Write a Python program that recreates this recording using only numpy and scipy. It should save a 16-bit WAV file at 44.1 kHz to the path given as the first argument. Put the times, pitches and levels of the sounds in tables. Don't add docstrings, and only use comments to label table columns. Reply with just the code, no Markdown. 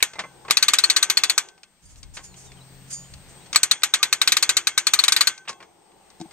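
import sys
import numpy as np
from scipy import signal
from scipy.fft import rfft, irfft, next_fast_len
from scipy.io import wavfile
from scipy.ndimage import uniform_filter1d, minimum_filter1d, map_coordinates

SR = 44100
rng = np.random.default_rng(int(sys.argv[2]) if len(sys.argv) > 2 else 0)


def convert_level_to_amplitude(level_db):
    exponent = np.asarray(level_db, float) / 20
    return 10 ** exponent


def log_audio(samples):
    frames = np.atleast_2d(samples).T
    limited = np.clip(frames, -1, 1)
    pcm = np.round(limited * 32767).astype(np.int16)
    wavfile.write(sys.argv[1], SR, pcm)


N = 278712
HZ = np.fft.rfftfreq(next_fast_len(N + SR), 1 / SR)
BURST_HZ = np.fft.rfftfreq(128, 1 / SR)

# t/s, peak level/dB, edge ring re peak/dB, thud re peak/dB, bell ring/dB
LONE = [
    (0.0262, -5.5, -10, -41, -7),
]
FIRST = [(0.508, -4, -12, -36, -2), (0.5698, -5.0, -14, -40, 5.5), (0.6264, -4, -12.5, -46.5, 0.5),
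         (0.6829, -3.5, -13.5, -47, 1), (0.7351, -3, -13, -46.5, -6.5), (0.7856, -5.5, -14, -49.5, -2),
         (0.838, -4, -12.5, -32.5, 10), (0.8992, -3, -12.5, -50, 5), (0.963, -2, -11, -37, 3.5),
         (1.0272, -5.0, -9.5, -54, 3.5), (1.099, -5, -12.5, -35.5, -2), (1.1713, -4, -14, -38, 3),
         (1.2355, -4.5, -15, -34, 3), (1.2971, -6, -12, -45.0, -2), (1.3784, -6, -9.5, -32.5, 1.5)]
SECOND = [(3.5592, -4.5, -10.5, -37, 3.5), (3.6314, -6, -6.5, -33, 3.5), (3.7119, -4, -11, -37, 0.5),
          (3.8333, -4.5, -10.5, -35, -3.5), (3.9383, -3.5, -14, -59, -5.5), (4.0289, -3.5, -16, -53, -1),
          (4.1268, -6, -10, -39, 2.5), (4.2151, -5, -14.0, -61.0, -5), (4.275, -3.5, -14.5, -50, -0.5),
          (4.3199, -4, -12.5, -48, -2), (4.3681, -6, -14.5, -44, 2), (4.4258, -4.0, -11, -45, 2.5),
          (4.4921, -3.5, -13, -31, -0.5), (4.5682, -4, -9, -31, 3), (4.6702, -5.5, -10, -60, 2.5),
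          (4.7774, -5, -9.5, -38, -4.5), (4.8686, -5, -12, -38, 0.5), (4.9353, -3.5, -12, -47.5, -0.5),
          (4.9898, -4.5, -14.5, -45, 4.5), (5.0377, -5.0, -11, -44.5, 1), (5.081, -5.5, -14.5, -45, -6),
          (5.1215, -5, -10, -45, 2), (5.1637, -4.5, -18.5, -52, -1), (5.2083, -1.5, -15.5, -48.5, 0.0),
          (5.2714, -4.5, -11, -70.0, 3)]
DROPS = LONE + FIRST + SECOND


def unit(x):
    return x / np.sqrt(np.mean(x ** 2) + 1e-20)


def along(points, hz):
    f, v = np.transpose(points)
    return np.interp(np.log(hz + 1), np.log(f + 1), v)


def curves(rows):
    s, *cols = np.transpose(rows)
    return [np.interp(np.arange(N) / SR, s, c) for c in cols]


def wobble(rate):
    knots = rng.standard_normal(int(N * rate / SR) + 4)
    return map_coordinates(knots, [np.arange(N) * rate / SR])


def filtered(x, response):
    m = 2 * len(HZ) - 2
    return irfft(rfft(x, m) * response, m)[..., :N]


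def add(track, s, sound):
    part = track[..., round(s * SR):round(s * SR) + sound.shape[-1]]
    part += sound[..., :part.shape[-1]]


def ring(hz, db, t60, t, attack, scatter_db):
    hz, db, t60 = (np.asarray(v)[:, None] for v in (hz, db, t60))
    strength, phase = rng.standard_normal((2, len(hz), 1))
    decay = convert_level_to_amplitude(db + scatter_db * strength - 60 * t / t60)
    waves = decay * np.sin(2 * np.pi * hz * t + 9 * phase)
    return waves.sum(0) * (1 - np.exp(-t / attack))


def puff(colour_db, t60, t, rise, alike):
    a, b = rng.standard_normal((2, len(t)))
    pair = [a, alike * a + np.sqrt(1 - alike ** 2) * b]
    _, frames, z = signal.stft(pair, SR, nperseg=128)
    gain = convert_level_to_amplitude(colour_db)
    gain = gain / np.sqrt(np.mean(gain ** 2))
    t60 = np.broadcast_to(t60, BURST_HZ.shape)[:, None]
    z = z * gain[:, None] * convert_level_to_amplitude(-60 * frames / t60)
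    burst = signal.istft(z, SR, nperseg=128)[1][:, :len(t)]
    return burst * (1 - np.exp(-(t / rise) ** 2))


def rush(spectrum, alike, patchy_db):
    z = signal.stft(rng.standard_normal((2, N)), nperseg=512)[2]
    patches = uniform_filter1d(rng.standard_normal(z.shape[1:]), 6, 0)
    patches = uniform_filter1d(patches, 14, 1)
    pair = signal.istft(z * convert_level_to_amplitude(patchy_db * unit(patches)), nperseg=512)[1][:, :N]
    turn = np.arccos(np.clip(along(alike, HZ), -1, 1)) / 2
    mid, side = filtered(pair, convert_level_to_amplitude(along(spectrum, HZ)) * [np.cos(turn), np.sin(turn)])
    return unit(np.array([mid + side, mid - side]))


def whistles(notes, arch):
    out = np.zeros(N)
    for s, length, start_hz, end_hz, db in notes:
        u = np.linspace(0, 1, round(length * SR))
        pitch = (start_hz + (end_hz - start_hz) * u) * (1 + 4 * arch * u * (1 - u))
        wave = np.sin(2 * np.pi * np.cumsum(pitch) / SR)
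        add(out, s, convert_level_to_amplitude(db + 2) * np.sin(np.pi * u) ** .6 * wave)
    return out * convert_level_to_amplitude(4 * wobble(150))


def camera_gain_db():
    deepest_db, load_per_click = 13, 1.17
    memory_s, grab_s = 0.36, 0.022
    t = np.arange(0, N / SR, .002)
    age = np.maximum(t - np.array([row[0] for row in DROPS])[:, None], 0)
    load = load_per_click * (np.exp(-age / memory_s) * (1 - np.exp(-age / grab_s))).sum(0)
    return np.interp(np.arange(N) / SR, t, -deepest_db * (1 - np.exp(-load)))


def hum():
    # f/Hz, level/dB, drift rate/(1/s)
    partials = [(133, 6, 1.5), (183, -2, 9), (264, -9, 7), (404, -11, 9)]
    t = np.arange(N) / SR
    total = np.zeros(N)
    for hz, db, rate in partials:
        strength = convert_level_to_amplitude(db + 5.4 * wobble(rate))
        total += strength * np.sin(2 * np.pi * hz * t + 1.8 * wobble(rate))
    return unit(total)


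def field():
    # f/Hz, spectral level/dB
    air_colour = [(120, -17), (170, -6.5), (300, -20), (600, -17.5), (1000, -21), (2200, -21),
                  (4000, -22.5), (6500, -26.5), (8700, -24.5), (9100, -35), (12600, -38), (13400, -34.5),
                  (15750, -34), (15900, -70)]
    # f/Hz, coherence/1
    air_alike = [(60, -0.18), (240, 1), (950, 0.93), (3770, -0.17), (15000, 1)]
    # f/Hz, spectral level/dB
    drone_colour = [(250, -18.5), (340, 2), (480, -6), (650, -9.5), (780, 1.5), (950, -6), (1300, -17.5),
                    (2000, -59)]
    # t/s, drone level/dB, hum level/dB
    machine = [(0, -65, -73), (.3, -51.5, -50), (.9, -37.5, -70), (1.45, -39.5, -65), (1.75, -67.5, -84),
               (2.3, -54.5, -52.5), (2.6, -55.5, -50.5), (3, -70, -51), (3.5, -53, -60),
               (4.5, -39.5, -61.5), (5.3, -53, -72), (5.55, -43.5, -55), (6.32, -53, -82)]
    # f/Hz, spectral level/dB
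    buffet = [(12, -27.5), (20, -1), (75, 2.5), (172, -9.5), (216, -23.5), (300, -13.5), (390, -54.5),
              (660, -120)]
    # t/s, level/dB
    gusts = [(0, -59.5), (.12, -70.5), (.4, -55.5), (.7, -62), (1.2, -66), (1.78, -63.5), (1.85, -37),
             (2.22, -44), (2.32, -52), (2.42, -51), (3.04, -52.5), (3.13, -45.5), (3.55, -55), (3.9, -72.5),
             (4.5, -51), (5.3, -67), (5.9, -71), (6.32, -58)]
    drone_db, hum_db = curves(machine)
    air = convert_level_to_amplitude(-51.5 + .4 * wobble(6)) * rush(air_colour, air_alike, patchy_db=1.1)
    tone_phase = 2 * np.pi * 8252 * np.arange(N) / SR + .3 * wobble(60)
    tone = convert_level_to_amplitude(-55.5 + 1.5 * wobble(30)) * np.sin(tone_phase)
    drone = convert_level_to_amplitude(drone_db) * rush(drone_colour, [(500, 0.25)], patchy_db=1.8)
    lumps = convert_level_to_amplitude(3.5 * np.array([wobble(9), wobble(11)]))
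    wind = convert_level_to_amplitude(curves(gusts)[0] - 1.0) * unit(lumps * rush(buffet, [(30, 0.13)], patchy_db=1.0))
    total = air + tone + drone + wind + convert_level_to_amplitude(hum_db) * hum()
    return convert_level_to_amplitude(camera_gain_db()) * total * convert_level_to_amplitude([[1.6], [-1.6]])


def frame(t):
    # f/Hz, level/dB, T60/s
    modes = [(340, -18, 0.34), (832, -22, 0.6), (1200, -9, 0.2), (1541, -10, 0.8), (2160, -4, 0.28),
             (2632, -9, 0.28), (3273, -8, 0.4), (3413, -4, 0.25), (5712, -11, 0.19), (6046, -8, 0.2),
             (6239, -9, 0.42), (6476, -8, .3), (7311, -9, .25), (8560, -4, 0.2)]
    hz, db, t60 = np.transpose(modes)
    split = hz * (1 + 0.005 * rng.standard_normal(len(hz)))
    main = ring(hz, db, t60, t, attack=.003, scatter_db=3)
    return main + ring(split, db - 3, .75 * t60, t, attack=.003, scatter_db=3)


def housing(t, tilt):
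    # f/Hz, bandwidth/Hz, level/dB
    housing_modes = [(1246, 164, 2.5), (1546, 54, -4), (2488, 140, 4), (3054, 34, -12.5), (3768, 126, 6),
                     (4347, 76, 4.5), (5065, 170, 3.5), (6075, 75, -5), (7000, 66, -6.5), (7760, 58, -9.5),
                     (9070, 98, -8.5), (9800, 100, -24), (11000, 41, -30), (12250, 59, -14.5),
                     (1178, 94, -2), (1864, 52, -10.5), (2240, 55, -8), (3440, 20.4, -16.5), (3853, 90, 2),
            (4490, 120, -6), (5707, 48, -14), (6165, 39, -11.5), (7310, 74, -7), (8610, 39, -12.5)]
    hz, width, level = np.transpose(housing_modes)
    turned = hz * (1 + .004 * rng.standard_normal(len(hz)))
    return ring(turned, level + along(tilt, hz), 3.0 / width, t, attack=0.00045, scatter_db=4)


def knocks():
    # t/s, peak level/dB, low tilt/dB, high tilt/dB
    dull = [(0.0034, -32, -22, -20), (0.1338, -36, 1, -2), (0.155, -36.5, 8, -6), (0.185, -31, 11, -18),
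            (0.191, -19, -5, -9.5), (0.2371, -31.5, 8.5, -17), (0.4489, -40, 5, -12),
            (0.4813, -30, -0.5, -12.5), (2.169, -29, -10, -8), (2.1892, -38, 0, -13), (3.4594, -44.5, 0, 2),
            (5.4513, -47.5, -8, -17), (5.4757, -29.5, -12, -27), (5.4817, -26, -26, -11),
            (5.4917, -24, -0.5, 2.5), (5.603, -37.5, -1, -17), (5.6252, -39.5, -2.5, -8),
            (6.3088, -44.5, -1, 1)]
    # t/s, peak level/dB, low tilt/dB, high tilt/dB
    ticks = [(1.4865, -38, -17, 2), (1.5781, -49, -4, -4), (1.6321, -36, -19.5, -3),
             (1.9577, -47.5, -22, 1), (2.0303, -35, -16.5, 4.5), (2.3416, -43.5, -36, -7),
             (2.5179, -42, -24, -7), (3.1373, -36.5, -13, 5), (3.5294, -19.5, -10, 3),
             (5.3775, -36.5, -8, 7.5), (5.5285, -39, 0, -2), (5.9174, -54, -8, -14.5),
             (6.102, -48.5, 5, 12), (6.1998, -41.5, -16.5, 2), (6.2124, -36, -13, 5.5)]
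    # t/s, peak level/dB, low tilt/dB, high tilt/dB
    take_up = [
        (.5, -17.5, -1.5, -4.2),
        (3.547, -16.5, -19, -6),
        (3.82, -31, -14, -10.5),
    ]
    # f/Hz, level/dB, T60/s
    hollow = [(880, -15, 0.045), (1085, 0.5, 0.17), (1497, -6, .06), (2070, 0, 0.12), (2350, -3.5, 0.072)]
    # t/s, peak level/dB
    thumps = [
        (6.201, -29),
        (6.212, -26),
        (6.256, -35.5),
    ]
    # f/Hz, level/dB, T60/s
    tube = [(180.6, 6, 0.035), (325, -2.5, 0.22), (736, 1, 0.029), (864, -1, 0.032)]
    out, t = np.zeros((2, N)), np.arange(SR // 4) / SR
    kinds = [(dull, 0.002, 0.075), (ticks, 0.00031, 0.04), (take_up, 0.00086, 0.031)]  # rise/s, T60/s
    for rows, rise, t60 in kinds:
        for s, db, low_db, high_db in rows:
            colour = [(250, low_db - 5.5), (900, low_db + 5.5), (2500, 0.0065),
                      (6000, high_db + 1.0), (9000, high_db - 5.5), (16000, high_db - 49)]
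            decay = t60 * (1 + 400 / (BURST_HZ + 300))
            burst = puff(along(colour, BURST_HZ), decay, t, max(rise, .0004), alike=0.95)
            add(out, s - rise / 2, convert_level_to_amplitude(db - 1.5) * burst)
            add(out, s, convert_level_to_amplitude(db - 27.0) * frame(t) + convert_level_to_amplitude(db - 17.0) * housing(t, colour))
            walls = ring(*np.transpose(hollow), t, attack=rise, scatter_db=4.5)
            add(out, s, convert_level_to_amplitude(db + 0.9 * low_db - 17.0) * walls)
    for s, db in thumps:
        add(out, s, convert_level_to_amplitude(db - 4) * ring(*np.transpose(tube), t, attack=.002, scatter_db=2))
    return out


def ratchet():
    # f/Hz, spectral level/dB
    crash_colour = [(290, -30), (500, -30.5), (785, -22.5), (1200, -2.5), (1390, -6), (2450, -0.5),
                    (3270, -7), (4380, 1), (5450, -11.5), (7080, -5), (10000, -11), (12100, -7),
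                    (16200, -27)]
    # f/Hz, T60/s
    crash_t60 = [(500, 0.09), (2000, 0.1), (5000, 0.062), (9000, 0.075), (10200, 0.028), (13000, .024),
                 (16000, .012)]
    # f/Hz, spectral level/dB
    after = [(400, -10.5), (1500, 0), (3300, -3.5), (5000, -12), (6500, 0), (8700, -9.5), (9600, -35),
             (11000, -69)]
    # f/Hz, level/dB, T60/s
    spring = [(9870, -7, .1), (11500, 5.5, 0.077), (13800, -15.5, .12), (14430, -9.5, .12)]
    # t/s, crack level/dB
    slams = [
        (0.026, 1),
        (0.5081, -2),
        (3.5586, -1),
    ]
    # f/Hz, level/dB, T60/s
    clank = [(423, -16, 0.014), (1177, -6, 0.016), (2250, -4, 0.02), (4480, -9, .02), (7700, -8, 0.015),
             (12900, -13, .012)]
    out, t, long_t = np.zeros((2, N)), np.arange(SR // 6) / SR, np.arange(SR // 2) / SR
    base = along(crash_colour, BURST_HZ)
    for s, db, edge_db, thud_db, bell_db in DROPS:
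        off_db = edge_db + 14.5
        tilt = [(2900, 0.33 * off_db - 5.0), (3300, 0.1), (4050, 0.1), (4350, 1.0 * bell_db),
                (4750, 0.36 * bell_db), (5300, 0.1), (5700, off_db + 0.5),
                (9300, off_db - 0.5), (9700, 0.84 * off_db - 0.87)]
        crash = puff(base + along(tilt, BURST_HZ), along(crash_t60, BURST_HZ), t, rise=0.00051, alike=0.71)
        thud = ring([95, 183.6, 306.0, 450], [-16.5, 6.5, 5.0, 17.5], [0.041, 0.011, 0.023, 0.009],
                    t, attack=0.00097, scatter_db=0.5)
        blow = convert_level_to_amplitude(-9.5) * housing(t, tilt) + convert_level_to_amplitude(-6.5) * crash + convert_level_to_amplitude(thud_db + 1.7) * thud
        add(out, s, convert_level_to_amplitude(db) * blow)
        rattle = puff(along(after, BURST_HZ), 0.25, long_t[:SR // 3], rise=0.0016, alike=0.94)
        add(out, s, convert_level_to_amplitude(db - 26.0) * rattle)
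        add(out, s, convert_level_to_amplitude(db - 34) * frame(long_t))
        add(out, s, convert_level_to_amplitude(db - 33.5) * ring(*np.transpose(spring), t, attack=0.0017, scatter_db=5.0))
        grind = puff(base - BURST_HZ / 400, 0.43, t[:300], rise=0.0027, alike=0.99)
        add(out, s - 300 / SR, convert_level_to_amplitude(db - 42.5) * grind)
    crack_colour = [(150, -10.5), (1000, 0.0), (8000, 0), (13000, -9), (16000, -12.5)]
    for s, db in slams:
        crack = puff(along(crack_colour, BURST_HZ), 0.011, t, rise=0.00089, alike=0.15)
        add(out, s, convert_level_to_amplitude(db) * crack)
        add(out, s, convert_level_to_amplitude(db) * ring(*np.transpose(clank), t, attack=0.00082, scatter_db=0.5))
    return out


def chain():
    # t/s, peak level/dB, scrape before the touch/s, ring share/1
    touches = [(1.8519, -37, 0.038, 0.23), (1.9188, -33, 0.039, 0.08), (1.9834, -40, 0.023, 0.03),
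               (2.1578, -27.5, 0.026, 0.19), (2.1967, -52, 0.049, 0.1), (2.238, -42.5, 0.018, 0.8),
               (2.2449, -33.5, 0.017, 0.3), (2.383, -32, 0.027, 0.14), (2.4186, -31, 0.034, 0.12),
               (2.458, -34.5, 0.025, 0.08), (2.9034, -33.5, 0.039, 0.6), (2.9265, -18.5, 0.033, 0.34),
               (3.12, -47.5, 0.033, 0.1), (3.3009, -41.5, 0.022, 0.2)]
    # f/Hz, level/dB, T60/s
    links = [(4770, -9, .28), (5642, -16, .25), (5835, -12, .32), (6126, -14, .2), (6465, -7, .2),
             (6821, -4, .4), (7235, -5, .13), (7440, -7, .16), (8646, 0, .15), (9300, -14, .1)]
    out, t = np.zeros((2, N)), np.arange(SR // 3) / SR
    bright = [(2000, -10.0), (4500, -7.0), (6500, 5.0), (8800, -2), (10000, -9.5), (13000, -19), (16000, -45.5)]
    for s, db, scrape, share in touches:
        hiss = puff(along(bright, BURST_HZ), 0.12, t, scrape, alike=0.265)
        add(out, s - scrape, convert_level_to_amplitude(db + 2.0) * hiss)
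        add(out, s, convert_level_to_amplitude(db - 1) * share * ring(*np.transpose(links), t, attack=.003, scatter_db=3))
    return out


def birds():
    # t/s, length/s, start f/Hz, end f/Hz, level/dB
    glides = [(2.28, .025, 4500, 4400, -61), (2.31, .035, 4400, 4050, -59), (2.45, .09, 3950, 3400, -58),
              (2.605, .02, 4000, 4050, -58), (2.765, .015, 4000, 4700, -62), (3.375, .03, 3250, 3500, -61),
              (3.41, .03, 3800, 4000, -59), (3.45, .03, 4300, 4400, -60)]
    # t/s, length/s, start f/Hz, end f/Hz, level/dB
    chirps = [
        (2.355, .02, 2950, 2950, -58),
        (2.565, .03, 2900, 2900, -58),
        (3.04, .025, 2900, 2900, -55),
    ]
    return whistles(glides, arch=-0.0234) + whistles(chirps, arch=0.105)


def insects():
    # t/s, half width/s, level/dB
    swell = (2.78, 0.18, -67)
    s, width, db = swell
    band = [(12500, -60), (13300, -6), (15000, 0), (15750, 0), (15900, -60)]
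    envelope = np.exp(-((np.arange(N) / SR - s) / width) ** 2)
    return convert_level_to_amplitude(db) * envelope * rush(band, [(500, .6)], patchy_db=1.0)


def axle():
    # t/s, length/s, start f/Hz, end f/Hz, level/dB
    creaks = [
        (3.995, .034, 1195, 1205, -41),
        (4.955, 0.036, 1240, 1200, -38),
        (3.806, .014, 8000, 7800, -48),
    ]
    return whistles(creaks, arch=0)


def at_ports(near):
    # f/Hz, level/dB
    lean = [(60, -2.5), (110, 7.5), (200, 3.5), (380, 5), (700, 3.5), (1290, 2), (2380, -3.5), (4400, 7),
            (8120, 0), (15000, 16.5)]
    # f/Hz, phase/rad
    lead = [(700, .3), (2000, .2), (2900, 1.1), (3700, 2.1), (7400, 1.1), (8800, 1.8), (10500, 3.8),
            (15500, 3)]
    side = np.array([[.5], [-.5]])
    bass_cut = HZ ** 2 / (HZ ** 2 + 70 ** 2)
    return filtered(near, convert_level_to_amplitude(side * along(lean, HZ)) * np.exp(1j * side * along(lead, HZ)) * bass_cut)


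def scene():
    chain_pan = convert_level_to_amplitude([[-2], [2]])
    winch = knocks() + ratchet() + chain() * chain_pan + axle()
    return field() + at_ports(winch) + birds() + insects()


def limited(x):
    hold_s, knee = 0.0015, 9.9
    span = round(hold_s * SR)
    peak = uniform_filter1d(-minimum_filter1d(-np.abs(x).max(0), span), span)
    ceiling = convert_level_to_amplitude(5 + 0.42 * camera_gain_db())
    return x / (1 + (np.abs(peak) / ceiling) ** knee) ** (1 / knee)


def top_cut(x):
    return signal.sosfilt(signal.butter(12, 16400, fs=SR, output="sos"), x)


def record(dry):
    band = 1 / (1 + (HZ / 16300) ** 40)
    mix = np.clip(limited(filtered(dry, band)), -1, 1)
    return top_cut(mix)


dry = scene()
out = record(dry)
log_audio(out)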